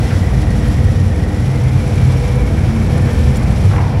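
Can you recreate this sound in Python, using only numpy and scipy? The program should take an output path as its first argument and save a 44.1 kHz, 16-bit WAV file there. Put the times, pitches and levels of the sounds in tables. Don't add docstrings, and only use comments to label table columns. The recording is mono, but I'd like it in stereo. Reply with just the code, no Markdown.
import sys
import numpy as np
from scipy import signal
from scipy.fft import rfft, irfft, next_fast_len
from scipy.io import wavfile
from scipy.ndimage import map_coordinates

SR = 44100
rng = np.random.default_rng(int(sys.argv[2]) if len(sys.argv) > 2 else 0)


def generate_wav(signal):
    frames = np.transpose(np.atleast_2d(signal))
    scaled = np.clip(frames, -1, 1) * 32767
    pcm = np.round(scaled).astype(np.int16)
    wavfile.write(sys.argv[1], SR, pcm)


N = 176400

# (time [s], rate [cycles/s])
ENGINE_SPEED = [(0, 18.9), (.4, 18.85), (.85, 18.5), (1.4, 18.65), (2.2, 18.25), (3.1, 18.65), (3.55, 18.8),
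                (3.95, 19.8)]
# (time [s], level [dB])
HISS_LEVEL = [(0, -36.5), (.15, -35), (.25, -37.5), (.7, -37.5), (1.26, -39.5), (2.0, -36.5), (2.29, -36.5),
              (2.36, -38.5), (3.0, -36.5), (3.76, -37), (3.93, -40)]


def amp(db):
    return 10 ** (np.asarray(db) / 20)


def unit(x):
    return x / np.sqrt(np.mean(x ** 2) + 1e-20)


def along(points, hz):
    freqs, values = np.transpose(points)
    return np.interp(np.log(hz + 1), np.log(freqs + 1), values)


def curves(rows):
    times, *columns = np.transpose(rows)
    return [np.interp(np.arange(N) / SR, times, column) for column in columns]


def wobble(rate):
    return map_coordinates(rng.standard_normal(8192), [np.arange(N) * rate / SR], mode="wrap")


def angle(hz):
    return 2 * np.pi * np.cumsum(hz) / SR


def filtered(x, response):
    size = next_fast_len(N + SR // 2)
    return irfft(rfft(x, size) * response(np.fft.rfftfreq(size, 1 / SR)), size)[..., :N]


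def noise(spectrum):
    return unit(filtered(rng.standard_normal(N), lambda hz: amp(along(spectrum, hz))))


def ringing(modes):
    def body(hz):
        return sum((-1) ** k * amp(db) * 1j * hz * width / (centre ** 2 - hz ** 2 + 1j * hz * width)
                   for k, (centre, width, db) in enumerate(modes))
    return unit(filtered(rng.standard_normal(N), body))


def fuzzy(phase, rate):
    return unit(wobble(rate) * np.cos(phase) + wobble(rate) * np.sin(phase))


def blows(events, t60_s, attack_s):
    envelope, t = np.zeros(N + SR), np.arange(SR // 4) / SR
    for start, db in events:
        envelope[max(round(start * SR), 0):][:len(t)] += amp(db - 60 * t / t60_s) * (1 - np.exp(-t / attack_s))
    return envelope[:N]


def tunnel():
    # (frequency [Hz], time to fall 60 dB [s])
    decay = [(60, 2.34), (500, 0.95), (12000, .2)]
    hz, t, spectra = signal.stft(rng.standard_normal(SR), SR, nperseg=256)
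    tail = signal.istft(spectra * amp(-60 * t / along(decay, hz)[:, None]), SR, nperseg=256)[1]
    return tail / np.linalg.norm(tail)


def rumble():
    # (frequency [Hz], relative level [dB])
    spectrum = [(15, -36), (27, -22), (45, -6), (62, -4.5), (88, -5), (112, -3.5), (126, 0.5), (158, -7),
                (185, -13.5), (220, -9.5), (255, -16), (300, -18), (380, -32), (700, -77)]
    # (time [s], level [dB])
    level = [(0, -16), (.7, -17), (1.3, -18), (1.75, -19), (2.7, -16.5), (3.1, -14), (3.8, -16)]
    return amp(curves(level)[0]) * noise(spectrum)


def hiss():
    # (frequency [Hz], relative level [dB])
    spectrum = [(1000, -1), (2200, -1.5), (3200, 2.5), (4000, -1), (4700, -2.5), (5700, 0.5), (6300, -6),
                (7500, -5.5), (9000, -10), (9900, -6), (11500, -9), (12700, -21), (14000, -32),
                (15600, -21)]
    # (time [s], gain [dB])
    treble_trim = [(3.68, -0.5), (3.95, -3.5)]
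    flutter_db = 1.04 * wobble(55) + 0.8 * wobble(600)
    spray = amp(curves(HISS_LEVEL)[0] + flutter_db) * noise(spectrum)
    treble = filtered(spray, lambda hz: hz > 6300)
    return spray - treble + amp(curves(treble_trim)[0]) * treble


def wind():
    # (time [s], centre [Hz], level [dB])
    band = [(0, 2006, -42.5), (.4, 1928, -39.5), (1.2, 1876, -41), (1.55, 2035, -40.5), (1.8, 2214, -47),
            (2.6, 2230, -42.5), (4, 2354, -53)]
    # (start [s], end [s], pitch [Hz], level [dB])
    whistles = [(1.503, 2.75, 2356, -45), (2.75, 3.4, 1786, -43)]
    hz, db = curves(band)
    air = amp(db + 1.25 * wobble(29.8)) * fuzzy(angle(hz), rate=210)
    t = np.arange(N) / SR
    for start, end, pitch, level in whistles:
        progress = np.clip((t - start) / (end - start), 0, 1)
        swell = np.sqrt(np.abs(np.sin(np.pi * progress)))
        air += amp(level) * swell * fuzzy(2 * np.pi * pitch * t, rate=80)
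    return air


def tyres():
    # (frequency [Hz], relative level [dB])
    roar_spectrum = [(120, -27), (300, -10.5), (380, 0), (470, 0.5), (570, -3.5), (780, -4), (1000, -10),
                     (1200, -11.5), (1700, -12.5), (2400, -13.5), (3200, -35), (7000, -52)]
    surge_spectrum = [(700, -14), (1500, 0), (2600, -8), (9000, -36)]
    # (time [s], level [dB])
    roar_level = [(0, -28.5), (1.05, -31), (2.2, -28.5), (3.55, -28), (4, -30.5)]
    onsets = [(.095, -22), (.62, -27.5), (1.975, -26), (2.88, -31), (3.05, -25.5)]
    grit = amp(0.85 * wobble(70))
    roar = amp(curves(roar_level)[0]) * noise(roar_spectrum)
    surges = blows(onsets, t60_s=0.27, attack_s=0.027) * noise(surge_spectrum)
    return grit * (roar + surges)


def chain():
    # (time [s], relative level [dB])
    strong = [(0.4159, -39), (0.5042, -39), (0.6812, -39), (1.5572, -42), (1.8765, -41), (1.9559, -38),
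              (2.1983, -43), (2.9785, -41), (3.1298, -38), (3.432, -41), (3.5043, -38), (3.5782, -39.5),
              (3.652, -40)]
    # (centre [Hz], width [Hz], gain [dB])
    modes = [(4330, 130, 5.5), (5900, 250, 0), (7400, 1500, -6), (9910, 200, 7), (10600, 900, -11)]
    ticks_per_s, t60_s, attack_s = 12.5, 0.044, 0.00092
    faint = []
    for (start, _), (end, _) in zip(strong, strong[1:]):
        steps = max(round((end - start) * ticks_per_s), 1)
        faint += [(s, -40 + 2 * rng.standard_normal()) for s in np.linspace(start, end, steps + 1)[1:-1]]
    hiss_db, = curves(HISS_LEVEL)
    swell = amp(hiss_db - hiss_db.mean())
    ticks = swell * blows(faint, t60_s, attack_s) + amp(4.5) * blows(strong, t60_s, attack_s)
    return ticks * ringing(modes)


def loose_metal():
    # (time [s], relative level [dB])
    chinks = [(3.3587, -27), (3.3687, -21.5)]
    # (centre [Hz], width [Hz], gain [dB])
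    modes = [(7100, 300, 4), (9530, 600, -3), (11200, 800, -7), (15000, 2500, -23)]
    return amp(-5) * blows(chinks, t60_s=0.028, attack_s=0.00063) * ringing(modes)


def bodywork():
    # (time [s], level [dB])
    contacts = [(3.712, -14), (3.735, -12.5), (3.761, -12), (3.781, -12.5), (3.806, -19)]
    # (centre [Hz], width [Hz], gain [dB])
    modes = [(500, 110, 2), (767, 180, 4.5), (1010, 91, 8), (1310, 180, -2.5), (1625, 340, -5.5),
             (2450, 670, -8.5)]
    dull_panel = unit(filtered(ringing(modes), lambda hz: 1 / (1 + (hz / 3200) ** 2)))
    knocks = blows(contacts, t60_s=0.035, attack_s=0.00055) * dull_panel
    return knocks + amp(-3.5) * signal.fftconvolve(knocks, tunnel())[:N]


def intake():
    throttle_s, rise_s, growl_hz = 3.7, 0.042, 778
    opening = np.clip((np.arange(N) / SR - throttle_s) / rise_s, 0, 1)
    return amp(-33.5) * opening * fuzzy(angle(np.full(N, growl_hz)), rate=400)


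def gears():
    # (time [s], level [dB])
    level = [(0, -28.5), (.2, -41.5), (1.1, -35), (1.25, -38), (2.05, -31.5), (2.42, -28.5), (2.62, -41),
             (2.9, -31.5), (3.25, -32.5), (3.55, -43), (4, -34)]
    mesh_hz = 493
    mesh = angle(np.full(N, mesh_hz)) + 0.45 * wobble(14)
    whine = amp(2.6 * wobble(12)) * np.sin(mesh)
    halo = amp(-3) * fuzzy(mesh, rate=69.96)
    octave = amp(-16.5) * fuzzy(2 * mesh, rate=25.06)
    return amp(curves(level)[0]) * (whine + halo + octave)


def exhaust():
    # (frequency [Hz], relative gain [dB])
    pipe = [(22, -26), (55, -3.5), (135, -5), (190, -9.5), (340, -20), (490, -19.5), (800, -26),
            (1500, -71)]
    twin_lag_cycles, jitter_s, scatter_db = 0.39, 0.00076, 4
    cycles = np.cumsum(curves(ENGINE_SPEED)[0]) / SR
    firings = (np.arange(int(cycles[-1]))[:, None] + [0, twin_lag_cycles]).ravel()
    timing, strength = rng.standard_normal((256, 2))[:len(firings)].T
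    samples = np.searchsorted(cycles, firings) + jitter_s * SR * timing
    pulses = np.bincount(np.clip(samples, 0, N - 1).astype(int), amp(scatter_db * strength), N)
    echoed = irfft(rfft(pulses) * rfft(tunnel(), N), N)
    return amp(-20.5) * unit(filtered(echoed, lambda hz: amp(along(pipe, hz))))


def boom():
    # (time [s], level [dB])
    order_2 = [(0, -55), (.6, -31), (2.0, -43), (2.9, -33), (3.35, -25.5), (3.7, -32)]
    order_3 = [(0.0, -25), (0.2, -35), (0.48, -14.5), (1.1, -32), (2.35, -19.5), (2.65, -36), (3.5, -19),
               (3.9, -38)]
    order_4 = [(0.0, -19.5), (.95, -21), (1.7, -30), (2.01, -22), (2.67, -21), (2.9, -35), (3.26, -11.5),
               (3.48, -21), (3.99, -22)]
    order_5 = [(0.0, -18.5), (0.18, -15), (0.55, -26.5), (0.82, -11), (1.15, -14.5), (1.35, -19.5),
               (2.1, -19.5), (2.22, -27), (3.05, -17), (3.42, -26), (3.6, -14), (3.99, -15)]
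    order_7 = [(0.0, -38), (0.27, -41), (0.42, -18), (0.54, -38), (0.75, -19), (1.3, -34), (1.48, -15),
               (1.77, -17.5), (1.88, -34), (2.0, -13.5), (2.6, -26), (3.99, -20)]
    # (time [s], level [dB])
    order_9 = [(0, -33), (4, -31)]
    order_12 = [(0, -28.5), (1.6, -33), (2.3, -31.5), (2.6, -29), (3.3, -27), (4, -41)]
    order_16 = [(0, -31), (.7, -28.5), (1.25, -33), (1.7, -31), (2.2, -38.5), (4, -40)]
    order_18 = [(2.1, -52), (2.699, -27), (3.7, -60)]
    waver_db, drift_rad = 3.5, 0.25
    cycle_phase = angle(curves(ENGINE_SPEED)[0])
    drone = np.zeros(N)
    for order, level in [(2, order_2), (3, order_3), (4, order_4), (5, order_5), (7, order_7)]:
        rms = amp(curves(level)[0] + waver_db * wobble(17))
        phase = order * cycle_phase + rng.uniform(0, 2 * np.pi) + drift_rad * wobble(7.7)
        drone += np.sqrt(2) * rms * np.sin(phase)
    for order, level in [(9, order_9), (12, order_12), (16, order_16), (18, order_18)]:
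        drone += amp(curves(level)[0]) * fuzzy(order * cycle_phase, rate=16)
    return drone


def scene():
    # (frequency [Hz], left over right [dB])
    balance = [(125, 1.04), (260, 0)]
    engine = exhaust() + boom() + intake() + gears()
    rush = rumble() + tyres() + hiss() + wind()
    rattles = chain() + loose_metal() + bodywork()
    return filtered(engine + rush + rattles, lambda hz: amp(np.outer([.5, -.5], along(balance, hz))))


def record(dry):
    limit_hz = 15720
    rounded = dry / (1 + np.abs(dry) ** 10) ** (1 / 10)
    return filtered(rounded, lambda hz: hz < limit_hz)


dry = scene()
out = record(dry)
generate_wav(out)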